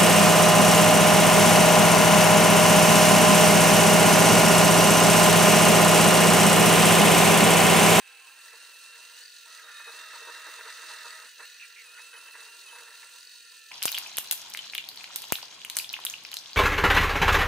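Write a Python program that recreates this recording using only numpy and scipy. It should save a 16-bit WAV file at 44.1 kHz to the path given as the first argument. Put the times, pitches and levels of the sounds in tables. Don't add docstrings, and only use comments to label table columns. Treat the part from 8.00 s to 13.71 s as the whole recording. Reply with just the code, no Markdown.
import sys
import numpy as np
from scipy import signal
from scipy.fft import rfft, irfft, next_fast_len
from scipy.io import wavfile

SR = 44100
rng = np.random.default_rng(int(sys.argv[2]) if len(sys.argv) > 2 else 0)


def magnitude_from_level(level_db):
    exponent = np.asarray(level_db, float) / 20
    return 10 ** exponent


def dump(signal):
    limited = np.clip(np.atleast_2d(signal).T, -1, 1)
    pcm = np.round(limited * 32767).astype(np.int16)
    wavfile.write(sys.argv[1], SR, pcm)


N = 251811
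TIME_S = np.arange(N) / SR
TEETH = 32
SPINDLE_RATIO = 8
MEAN_LOAD_DB = -51.5


def rms_one(x):
    return x / np.sqrt(np.mean(x ** 2) + 1e-20)


def in_time(rows):
    s, *columns = np.transpose(rows)
    return [np.interp(TIME_S, s, column) for column in columns]


def at_hz(points, hz):
    table_hz, table_db = np.transpose(points)
    return np.interp(np.log(hz), np.log(table_hz), table_db)


def drift(rate):
    r = np.exp(-32 * np.pi * rate / SR)
    slow = signal.lfilter([1], [1, -2 * r, r * r], rng.standard_normal(N // 16 + 2002))
    slow = slow[2000:]
    return np.interp(np.arange(N) / 16, np.arange(len(slow)), rms_one(slow))


def bump(centre_s, width_s):
    return np.exp(-((TIME_S - centre_s) / width_s) ** 2 / 2)


def spell(start_s, end_s):
    return np.clip(np.minimum(TIME_S - start_s, end_s - TIME_S) / 0.008 + .5, 0, 1)


def resonance(hz, centre, width):
    return 1j * hz * width / (centre ** 2 - hz ** 2 + 1j * hz * width)


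def casting(hz):
    # [f/Hz, width/Hz, lift/dB]
    ringing_modes = [(332.7, 34, 11.5), (465.6, 33, 10), (943, 37, 11), (1140, 22, 4.5), (1410, 50, 7),
                     (1623, 49, 7), (1772, 47, 8), (1970, 38, 5.5), (2622, 75, 5), (3806, 34, 10),
                     (4145, 69, 8.5), (4320, 29, 7.5), (4537, 46, 6), (4700, 100, 4.5), (5130, 40, 3.5),
                     (5420, 99, 2.5), (6000, 60, 1), (6215, 44, 8.5), (6740, 78, 9.5), (7440, 40, 6),
                     (7880, 64, 13), (8370, 130, 8), (8990, 55, 7), (10000, 330, 0.5), (10800, 30, -1),
                     (13200, 170, 6), (14200, 60, 8.5), (15080, 80, 7), (15420, 60, 8)]
    # [f/Hz, width/Hz, level/dB]
    cancelled = [(549, 34, -7), (2240, 230, -5), (3660, 110, 1), (4266, 55, -8.5), (4540, 40, -11.5),
                 (5050, 99, -11), (5296, 130, -6.5), (7640, 150, -2.5), (8010, 120, -14), (14500, 180, -4)]
    grid = np.arange(1, SR / 2, 4)
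    gain = np.ones(len(grid), complex)
    for centre, width, db in [*ringing_modes, *cancelled]:
        gain = gain * (1 + (magnitude_from_level(db) - 1) * resonance(grid, centre, width))
    return np.interp(hz, grid, gain)


def placed(pair, response=lambda hz: 1, lift=lambda hz: 1):
    # [delay/s, level/dB]
    bench_echoes = [(.00022, 0), (.0009, -1.5), (.0021, -2.5), (.0034, -3)]
    # [f/Hz, level/dB]
    side_levels = [(60, -4), (110, -14), (200, -10), (380, -13.5), (700, -11.5), (1290, -16.5), (2380, -8),
                   (4400, -5.5), (8120, -3), (15000, -3)]
    # [f/Hz, level/dB]
    left_levels = [(60, 0), (200, -3), (480, -3.5), (1000, -1.5), (2000, -0.5), (4000, -3.5), (8000, -0.5),
                   (15000, -1)]
    echo_share, right_lag_s = .66, 1.2e-5
    size = next_fast_len(N + 4096)
    hz = np.maximum(np.arange(size // 2 + 1) * SR / size, 1)
    mid, diffuse = rfft(pair, size) * response(hz)
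    mid = mid * lift(hz)
    echo = sum(magnitude_from_level(db) * np.exp(-2j * np.pi * hz * s) for s, db in bench_echoes)
    echo = mid * echo / (np.abs(echo) + 1e-9)
    side = echo_share * echo + np.sqrt(1 - echo_share ** 2) * diffuse
    side = side * magnitude_from_level(at_hz(side_levels, hz))
    lean = magnitude_from_level(at_hz(left_levels, hz) / 2) * np.exp(1j * np.pi * hz * right_lag_s)
    return irfft(np.array([(mid + side) * lean, (mid - side) / lean]), size)[:, :N]


def through_casting(force, spectrum):
    return rms_one(placed(force, lambda hz: magnitude_from_level(at_hz(spectrum, hz)), casting))


def gritty(per_s, spread_db, grit):
    hit = rng.random(N) < per_s / SR
    size = hit * magnitude_from_level(spread_db * np.minimum(rng.exponential(1, N), 4))
    burst = signal.lfilter([1], [1, -.985], size)
    return rng.standard_normal((2, N)) * (1 + grit * burst)


def throb(turns, motor_db, spindle_db, sharp):
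    motor = np.exp(sharp * (np.cos(2 * np.pi * (turns - .15)) - 1))
    spindle = np.cos(2 * np.pi * (turns / SPINDLE_RATIO - .35))
    return magnitude_from_level(motor_db * motor + spindle_db * spindle)


def motor_state():
    # [t/s, f/Hz, level/dB]
    speed = [(0, 1293, -67), (.33, 1362, -62.5), (1.1, 1371, -57), (1.62, 1369, -70), (1.69, 1264, -62),
             (1.78, 1253, -56.5), (1.88, 1278, -53), (2.02, 1373, -56.5), (2.5, 1356, -55.5),
             (3.2, 1356, -58.5), (3.81, 1387, -55), (3.88, 1251, -57.5), (4.07, 1336, -58),
             (4.64, 1392, -59), (4.68, 1280, -54.5), (4.88, 1339, -57), (5.0, 1399, -67), (5.71, 1345, -57)]
    # [t/s, load level/dB, chip flow level/dB]
    cutting = [(0, -63, -58.5), (.33, -63, -57), (.45, -57, -53), (1.22, -57, -52), (1.46, -55, -50),
               (1.75, -52.5, -50), (2.3, -47.5, -49), (3.1, -49, -49.5), (3.3, -55.5, -53), (3.8, -54, -52),
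               (3.9, -58.5, -54), (4.05, -59, -52), (4.45, -56, -52), (4.63, -58, -53.5), (4.8, -50, -52.5),
               (5.0, -57.5, -53), (5.3, -59, -53.5), (5.71, -61.5, -52.5)]
    # [from t/s, to t/s, top speed t/s, speed gain/Hz, whine change/dB]
    slack_spells = [
        (1.236, 1.457, 1.22, 110, -11),
        (3.292, 3.387, 3.3, 104.7, -3.5),
        (3.463, 3.845, 3.5, 80.2, -6.5),
        (5.208, 5.8, 5.26, 104.5, -8),
    ]
    # [t/s, knock/dB, roar/dB, sag/Hz]
    bites = [(0.277, 6.5, -1, 45.5), (0.539, 4, 3, 35), (.625, 0, 3.5, 0.5), (.75, -2, -1, 55),
             (.855, 0.5, -3, 35), (1.0, 2.5, -5, 24.5), (1.37, 4, -1, -0.5), (1.887, 11, 4, 15.5),
             (1.94, 4, -3, 0.5), (2.15, 7.5, -1, 39.5), (2.219, 6.5, -3, 24.5), (2.29, 8, -3, 43),
             (2.48, 7.5, -0.5, 10), (2.6, 6, 1.5, 30), (2.67, 6.5, 2, 5), (2.851, 2, 1.5, 5.5),
             (2.92, 4.5, 1.5, 24), (3.064, 7, -5, 30), (3.239, 3, 2.5, 2), (3.414, 11.5, 11, 44.5),
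             (3.996, 3, 8, 35), (4.15, 7.5, 7.5, 9), (4.175, 3, -0.5, 49.5), (4.28, 4.5, 3, 5),
             (4.33, -3, -3.5, 35.5), (4.359, 7.5, 11, 5), (4.411, 8.5, 4.5, 41.5), (4.741, 5, -6, 10),
             (4.83, 4, -11, -2.5), (5.041, 2.5, 6, 50), (5.165, 0, 3, 20.5), (5.53, 12, 1, -1.5)]
    # [t/s, speed sag/Hz, whine swell/dB]
    wavers = [(.12, -2, 5), (.19, 20, 4.5), (.33, -16, 4), (.38, 16, 1), (.44, -10, 2), (.49, 30, -2),
              (.59, -35, 9), (.88, -9, 1), (.93, 17, 2), (.98, 5, -2), (1.14, -25, 3), (1.19, -15, 0),
              (1.73, -10, -1), (1.85, -10, 1.5), (1.98, -10, 3), (2.07, 22, .5), (2.15, 15, -5),
              (2.26, 15, -2), (2.33, -12, 1), (2.49, -9, 1.5), (2.63, -28, 2), (2.67, -4, 2.5),
              (2.72, -8, -3), (2.77, -22, 3), (3.08, 25, -3), (3.32, -23, 2), (3.37, 13, -1),
              (3.43, 25, -3), (3.85, 11, 0), (3.97, -4, -1), (4.03, -1, 4.5), (4.14, 35, -3),
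              (4.21, -12, 1), (4.26, 28, 0.5), (4.42, 13, -1.5), (4.52, 11, 2.5), (4.6, 1, -1.5),
              (4.65, 25, -3), (4.72, -30, 4), (4.84, -13, 0), (4.95, 8, 3), (5.04, -10, 3.5)]
    # [from t/s, to t/s, knock/dB]
    lulls = [
        (1.501, 1.641, -2),
        (1.7, 1.865, -4),
    ]
    # [t/s, half length/s, level/dB]
    dropouts = [(.52, .012, -1), (.59, 0.011, -12), (0.823, 0.0074, -5), (1.115, .01, -16),
                (2.648, 0.016, -6), (2.757, .02, -5), (2.98, .012, 1), (3.128, 0.03, -3), (3.27, .01, -11),
                (3.33, .012, -2), (3.56, 0.035, -10), (3.72, .05, -1), (3.965, 0.012, -5),
                (4.37, 0.011, -2), (4.63, 0.024, 1.5)]
    race_rise_s, race_fall_hz_per_s = .08, 420
    sag_s, mesh_db_per_sag_hz, mean_flow_db = .021, 0.0928, -52.5
    tooth_hz, mesh = in_time(speed)
    load_db, flow_db = in_time(cutting)
    slack, race, knock, roar, sag = np.zeros((5, N))
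    for start, end, fastest_s, gain_hz, fade_db in slack_spells:
        loose = spell(start, end)
        slack += loose
        mesh = mesh + fade_db * loose
        rise = gain_hz * (1 + (TIME_S - fastest_s) / race_rise_s)
        fall = gain_hz - race_fall_hz_per_s * (TIME_S - fastest_s)
        ending = np.clip((end - TIME_S) / race_rise_s, 0, 1)
        race += np.clip(np.minimum(rise, fall), 0, None) * ending
    for s, knock_db, roar_db, sag_hz in bites:
        late = TIME_S - s + 0.0078
        jolt = np.exp(-(late / np.where(late < 0, 0.0092, 0.026)) ** 2 / 2)
        knock += knock_db * jolt
        roar += roar_db * jolt
        sag += sag_hz * bump(s, sag_s)
    mesh = mesh + mesh_db_per_sag_hz * sag
    for s, sag_hz, swell_db in wavers:
        swing = bump(s, sag_s)
        sag += sag_hz * swing
        mesh = mesh + (swell_db + mesh_db_per_sag_hz * sag_hz) * swing
    for s, half_s, change_db in dropouts:
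        mesh = mesh + change_db * bump(s, half_s)
    knock += MEAN_LOAD_DB - 9 + 0.86 * (load_db - MEAN_LOAD_DB) - 13.5 * slack
    for start, end, lull_db in lulls:
        knock += lull_db * spell(start, end)
    roar += load_db - 2 * slack
    air = mean_flow_db - 4.5 + 0.46 * (flow_db - mean_flow_db) - 2 * slack
    return tooth_hz + race - sag, mesh, knock, roar, flow_db, air


def whine(cycles, level_db, blur, flutter_db):
    gain = np.sqrt(2) * magnitude_from_level(level_db + flutter_db * drift(13.0))
    return gain * np.array([np.sin(2 * np.pi * cycles + blur * drift(25)) for ear in range(2)])


def gears(turns, tooth_hz, second_db, load_db):
    # [t/s, level/dB]
    feed = [
        (1.45, -112),
        (1.48, -63.5),
        (1.64, -62.5),
        (1.7, -66),
        (1.9, -67),
        (1.98, -60),
        (3.24, -60),
        (3.28, -87),
    ]
    # [multiple, level/dB]
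    feed_lines = [(1, -10), (2, 2.5), (3, 2)]
    # [multiple, level below the second/dB]
    gear_upper = [(4, -21)]
    # [t/s, level below the second/dB]
    whistle = [(0, -16), (.2, -11), (.8, -9), (1.1, -15), (1.72, -7), (1.95, -11), (2.1, -17), (3.6, -16),
               (3.85, -10), (4.85, -9.5), (5.1, -13)]
    # [t/s, level/dB]
    idler = [
        (0, -87),
        (5.19, -89),
        (5.23, -74),
        (5.42, -67),
        (5.71, -60.5),
    ]
    feed_teeth, idler_teeth = 15, 42
    teeth_passed = TEETH * turns
    near = np.abs(resonance(tooth_hz, 1400, 170))
    first_db = -61.5 + .5 * np.minimum(load_db - MEAN_LOAD_DB, 0)
    out = near * whine(teeth_passed, first_db, blur=.15, flutter_db=1.2)
    out += whine(2 * teeth_passed, second_db + 1.5, blur=.2, flutter_db=.4)
    near = np.abs(resonance(3 * tooth_hz, 4140, 160)) ** 2
    out += near * whine(3 * teeth_passed, second_db - 11.5, blur=0.34, flutter_db=4.5)
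    near = np.abs(resonance(3 * tooth_hz, 3770, 260)) ** 2
    out += near * whine(3 * teeth_passed, second_db - 5, blur=1.2, flutter_db=1.5)
    near = np.abs(resonance(8 * tooth_hz, 10400, 1100)) ** 2
    whistle_db = second_db + in_time(whistle)[0] + 3 * drift(40)
    out += near * whine(8 * teeth_passed, whistle_db, blur=2.6, flutter_db=1.5)
    out += whine(idler_teeth * turns, in_time(idler)[0], blur=0.24, flutter_db=1.0)
    engaged = (TIME_S > feed[0][0]) & (TIME_S < feed[-1][0])
    feed_db = np.where(engaged, in_time(feed)[0], -120)
    for multiple, level_db in feed_lines:
        out += whine(multiple * feed_teeth * turns, feed_db + level_db, blur=.2, flutter_db=1.5)
    upper = np.zeros((2, N))
    for multiple, level_db in gear_upper:
        upper += whine(multiple * teeth_passed, second_db + level_db, blur=0.67, flutter_db=6.0)
    return placed(out) + placed(upper, lift=casting)


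def gear_knock():
    # [f/Hz, level/dB]
    knock_colour = [(71, -79), (120, -47), (395, -18), (460, -11.5), (637, -5), (695, -14), (931, -7),
                    (1040, -3.5), (1600, -1.5), (2080, -22.5), (3520, -120)]
    return through_casting(gritty(250, spread_db=2.5, grit=.6), knock_colour)


def casting_roar(beat):
    # [f/Hz, level/dB]
    roar_colour = [(650, -46), (1100, -8), (1870, 9.5), (2330, 3), (2660, -6.5), (2780, -20), (2930, -23.5),
                   (3300, -6.5), (4290, -50), (7260, -120)]
    return through_casting(gritty(300, spread_db=2, grit=.3) * beat ** .5, roar_colour)


def tool_hiss(beat):
    # [f/Hz, level/dB]
    tool_colour = [(1350, -36), (2300, -23), (2640, -4), (3190, -8), (3760, -3), (4660, -3.5), (5130, -6.5),
                   (6130, -6), (7800, -18), (10100, -75), (17200, -120)]
    return through_casting(gritty(200, spread_db=2, grit=.25) * beat, tool_colour)


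def chip_hiss(beat):
    # [f/Hz, level/dB]
    air_colour = [(4240, -40), (7200, -7), (7560, -14.5), (8080, -2.5), (8620, -1.5), (9490, -5),
                  (10500, -6.5), (12000, -19.5), (15600, -67), (22000, -120)]
    return through_casting(gritty(300, spread_db=1.5, grit=.2) * beat, air_colour)


def highest_hiss(beat):
    # [f/Hz, level/dB]
    top_colour = [(6880, -31), (11700, -21), (12200, -4), (13700, -2.5), (14500, 0), (15700, -6)]
    return through_casting(gritty(300, spread_db=1.5, grit=.2) * beat ** .7, top_colour)


def rattles():
    # [t/s, peak level/dB, ring f/Hz]
    tooth_knocks = [(1.1583, -54, 4520), (1.1784, -50, 4400), (1.2146, -46, 4480), (1.2361, -42, 4650),
                    (1.258, -40, 4630), (1.28, -42, 4520), (1.3019, -42, 4480), (1.3236, -45, 4530),
                    (1.3452, -49, 4500), (1.3663, -50, 4630), (3.2615, -47, 4450), (3.5534, -48, 4380),
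                    (5.1726, -50, 4535), (5.2064, -46, 4730), (5.229, -44, 4650), (5.249, -43, 4630),
                    (5.2709, -40.5, 4580), (5.2929, -46, 4340), (5.3134, -46, 4730), (5.333, -46, 4430),
                    (5.3574, -48, 4300), (5.3817, -50, 4876), (5.4001, -53, 4410), (5.4257, -46, 4410),
                    (5.45, -48, 4740), (5.496, -51, 4670), (5.5174, -44, 4730), (5.5773, -48, 4640)]
    rise_s, upper_hz, upper_db = 0.0014, 280, -10
    out = np.zeros((2, N + SR))
    t = np.arange(600) / SR
    shape = t / rise_s * np.exp(1 - t / rise_s)
    for s, db, hz in tooth_knocks:
        low_phase, high_phase = rng.uniform(0, 2 * np.pi, (2, 2, 1))
        ring = np.sin(2 * np.pi * hz * t + low_phase)
        ring = ring + magnitude_from_level(upper_db) * np.sin(2 * np.pi * (hz + upper_hz) * t + high_phase)
        start = int(s * SR)
        out[:, start:start + len(t)] += magnitude_from_level(db - 1) * shape * ring
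    return placed(out[:, :N])


def scrapes_and_blows():
    # [t/s, level/dB, ring f/Hz, width/Hz, length/s]
    band_bursts = [(3.42, -63, 4330, 50, .25), (1.19, -62, 4350, 50, .12), (3.5, -67, 5760, 60, .14),
                   (3.46, -62, 2550, 60, .12), (3.595, -49.5, 2620, 280, .065),
                   (3.625, -54, 2350, 120, .035), (3.76, -51, 2200, 600, .065), (3.945, -53, 1430, 60, .055),
                   (3.94, -60, 2950, 150, .02), (3.97, -59, 2900, 150, .015), (4.13, -57, 2990, 150, .015),
                   (4.16, -54, 3020, 150, .018), (4.125, -56, 1500, 200, .045),
                   (4.685, -54, 3050, 150, .015), (1.68, -55, 1410, 80, .04), (.515, -60, 1850, 300, .04),
                   (1.62, -58, 3755, 80, .12), (1.74, -54, 3760, 60, .09), (1.84, -54, 3780, 60, .09),
                   (1.66, -57, 1390, 90, .2), (1.68, -55, 1775, 70, .24), (1.98, -58, 3700, 260, 1.25),
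                   (3.235, -77, 260, 120, .025), (3.985, -53, 1700, 900, .012),
                   (4.145, -54, 1600, 700, .014), (5.03, -53, 1800, 800, .014), (4.27, -60, 3020, 120, .03),
                   (3.9, -65.5, 1388, 22.8, 0.55), (4.9, -68, 1405, 20, .3), (4.76, -64.5, 480, 24.7, 0.088),
                  (4.73, -63, 940, 59, 0.12), (3.06, -56, 1950, 43, .13), (2.0, -59, 1320, 100, 0.18),
                  (.4, -67.5, 4150, 50, 0.8), (4.3, -65, 4180, 66, 0.16), (2.3, -53, 1850, 100, .07),
                  (5.34, -72, 975, 67, .04), (5.52, -71.5, 990, 83, 0.039), (5.15, -68, 975, 60, 0.048),
                  (5.3, -62, 4400, 140, 0.28)]
    # [f/Hz, width/Hz, level/dB]
    opening_tones = [
        (796, 110, -73.5),
        (1054, 31, -69),
        (1603, 82, -65.5),
        (2450, 1300, -61),
        (2613, 120, -64.5),
    ]
    # [t/s, peak level/dB, low ring level/dB, upper ring level/dB]
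    gear_blows = [(0.534, -45, -54, -57), (1.456, -57, -79, -62), (1.668, -49, -76, -61),
                  (1.695, -41, -68, -58), (1.8, -39, -66, -56), (1.872, -46, -55, -51),
                  (1.935, -39, -51.5, -61), (2.146, -43, -67, -45), (2.211, -43, -49, -58),
                  (2.275, -48, -50.5, -52), (2.346, -48, -68, -58), (2.467, -50, -58, -50),
                  (2.587, -49, -52, -46), (2.656, -48, -60, -53), (2.678, -47, -66, -46.5),
                  (2.784, -47, -55, -56), (2.826, -51, -72, -52), (2.9, -47, -59, -45),
                  (2.921, -47, -51.5, -58), (3.045, -46, -53.5, -52), (3.066, -44, -68, -65),
                  (3.239, -48, -57, -73), (3.397, -45, -56, -58), (3.989, -53, -64, -51.5),
                  (4.133, -56, -56.5, -56), (4.34, -52, -70, -59), (4.371, -51, -56, -63),
                  (4.459, -51, -64, -57.5), (4.68, -44, -68, -59), (4.725, -43, -79, -50.5),
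                  (4.754, -40, -65, -55), (4.775, -44, -67, -62), (4.876, -46, -63, -52.5),
                  (5.027, -51, -63, -54), (5.136, -58, -65, -65)]
    # [t/s, level/dB]
    bench_thuds = [
        (.455, -76),
        (2.23, -80),
        (2.28, -83),
        (2.59, -79),
        (3.629, -88),
        (4.7, -92),
    ]
    bursts = band_bursts
    bursts += [(0, db, hz, width, 0.42) for hz, width, db in opening_tones]
    for s, peak_db, low_db, upper_db in gear_blows:
        bursts.append((s, low_db - 8, 462, 70, .02))
        bursts.append((s, upper_db - 7, 945, 110, .02))
        bursts.append((s, peak_db - 11, 1100, 1800, .006))
    bursts += [(s, db, 38, 45, .02) for s, db in bench_thuds]
    out = np.zeros((2, N))
    for s, level_db, hz, width, length in bursts:
        span = slice(int(s * SR), int((s + length + .04) * SR))
        t = TIME_S[span]
        fade = np.clip(1 - (t - s) / length, 0, 1) ** .3
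        force = rng.standard_normal((2, len(t))) * fade
        r = np.exp(-np.pi * width / SR)
        for twice in range(2):
            force = signal.lfilter([1, 0, -1], [1, -2 * r * np.cos(2 * np.pi * hz / SR), r * r], force)
        loudness = np.sqrt(np.mean(force[0, :int(length * SR)] ** 2))
        out[:, span] += magnitude_from_level(level_db) * force / loudness
    return placed(out)


def bearing(turns):
    # [t/s, level/dB]
    tick_levels = [
        (0, -68),
        (.5, -72),
        (.6, -72),
        (1.12, -71),
        (1.2, -75),
        (1.6, -75),
        (3.2, -57),
        (3.3, -67),
        (5.71, -71),
    ]
    gate = np.exp(16.0 * (np.cos(2 * np.pi * (turns - .15)) - 1))
    force = rng.standard_normal((2, N)) * gate * magnitude_from_level(3.0 * drift(15.0))
    ring = placed(force, lambda hz: resonance(hz, 4480, 300) ** 2)
    return rms_one(ring) * magnitude_from_level(in_time(tick_levels)[0])


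def feed_screw():
    # [t/s, f/Hz, level/dB]
    moan = [
        (3.44, 480, -91),
        (3.5, 478, -82),
        (3.8, 415, -82),
        (3.95, 385, -83),
        (4.0, 380, -98),
        (4.38, 460, -99),
        (4.42, 445, -76),
        (4.7, 385, -77),
        (4.75, 380, -95),
    ]
    pitch_hz, level_db = in_time(moan)
    return placed(whine(np.cumsum(pitch_hz) / SR, level_db, blur=.3, flutter_db=1.5))


def idle_rumble():
    # [f/Hz, level/dB]
    idle_colour = [(53, -74), (90, -30.5), (426, -26.5), (473, -16), (846, -32.5), (998, -22.5),
                   (1190, -52), (1410, -7), (1590, -31.5), (1730, -5.5), (2070, -26), (2480, 0.5),
                   (3200, -6), (4160, -34.5), (7040, -120)]
    return through_casting(rng.standard_normal((2, N)), idle_colour) * magnitude_from_level(-59)


def scene():
    tooth_hz, second_db, knock_db, roar_db, hiss_db, air_db = motor_state()
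    tooth_hz = tooth_hz * (1 + .0005 * drift(14) + .003 * drift(45))
    turns = np.cumsum(tooth_hz) / SR / TEETH
    knock_db = knock_db + 0.7 * drift(24.0)
    roar_db = roar_db + 1.75 * drift(23.0)
    second_db = second_db + .3 * drift(10.0) + 1.1 * drift(35.0)
    surge_db = 1.04 * drift(1.4)
    hiss_db, air_db = hiss_db + surge_db, air_db + surge_db
    beat = throb(turns, motor_db=4.0, spindle_db=1.13, sharp=4.4)
    together = 0.5 * drift(46.0)
    load = gear_knock() * magnitude_from_level(knock_db + 3.0) + casting_roar(beat) * magnitude_from_level(roar_db - 2.0)
    bright = tool_hiss(beat) * magnitude_from_level(hiss_db - 0.77 + together)
    bright += chip_hiss(beat) * magnitude_from_level(air_db - 0.17 + together + 0.48 * drift(11.0))
    top_db = 0.63 * air_db - 25.5 + 1.0 * drift(20.0) + .5 * drift(5.0)
    bright += highest_hiss(beat) * magnitude_from_level(top_db)
    mix = gears(turns, tooth_hz, second_db, roar_db) + load + bright
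    mix += rattles() + scrapes_and_blows() + bearing(turns)
    return mix + feed_screw() + idle_rumble()


def band_limit(x):
    return signal.sosfilt(signal.butter(12, 16280, fs=SR, output="sos"), x)


def record(dry):
    thin = signal.sosfilt(signal.butter(2, 150, "high", fs=SR, output="sos"), dry)
    mix = signal.sosfilt(signal.ellip(12, .5, 70, 15735, fs=SR, output="sos"), thin)
    return band_limit(mix)


dry = scene()
out = record(dry)
dump(out)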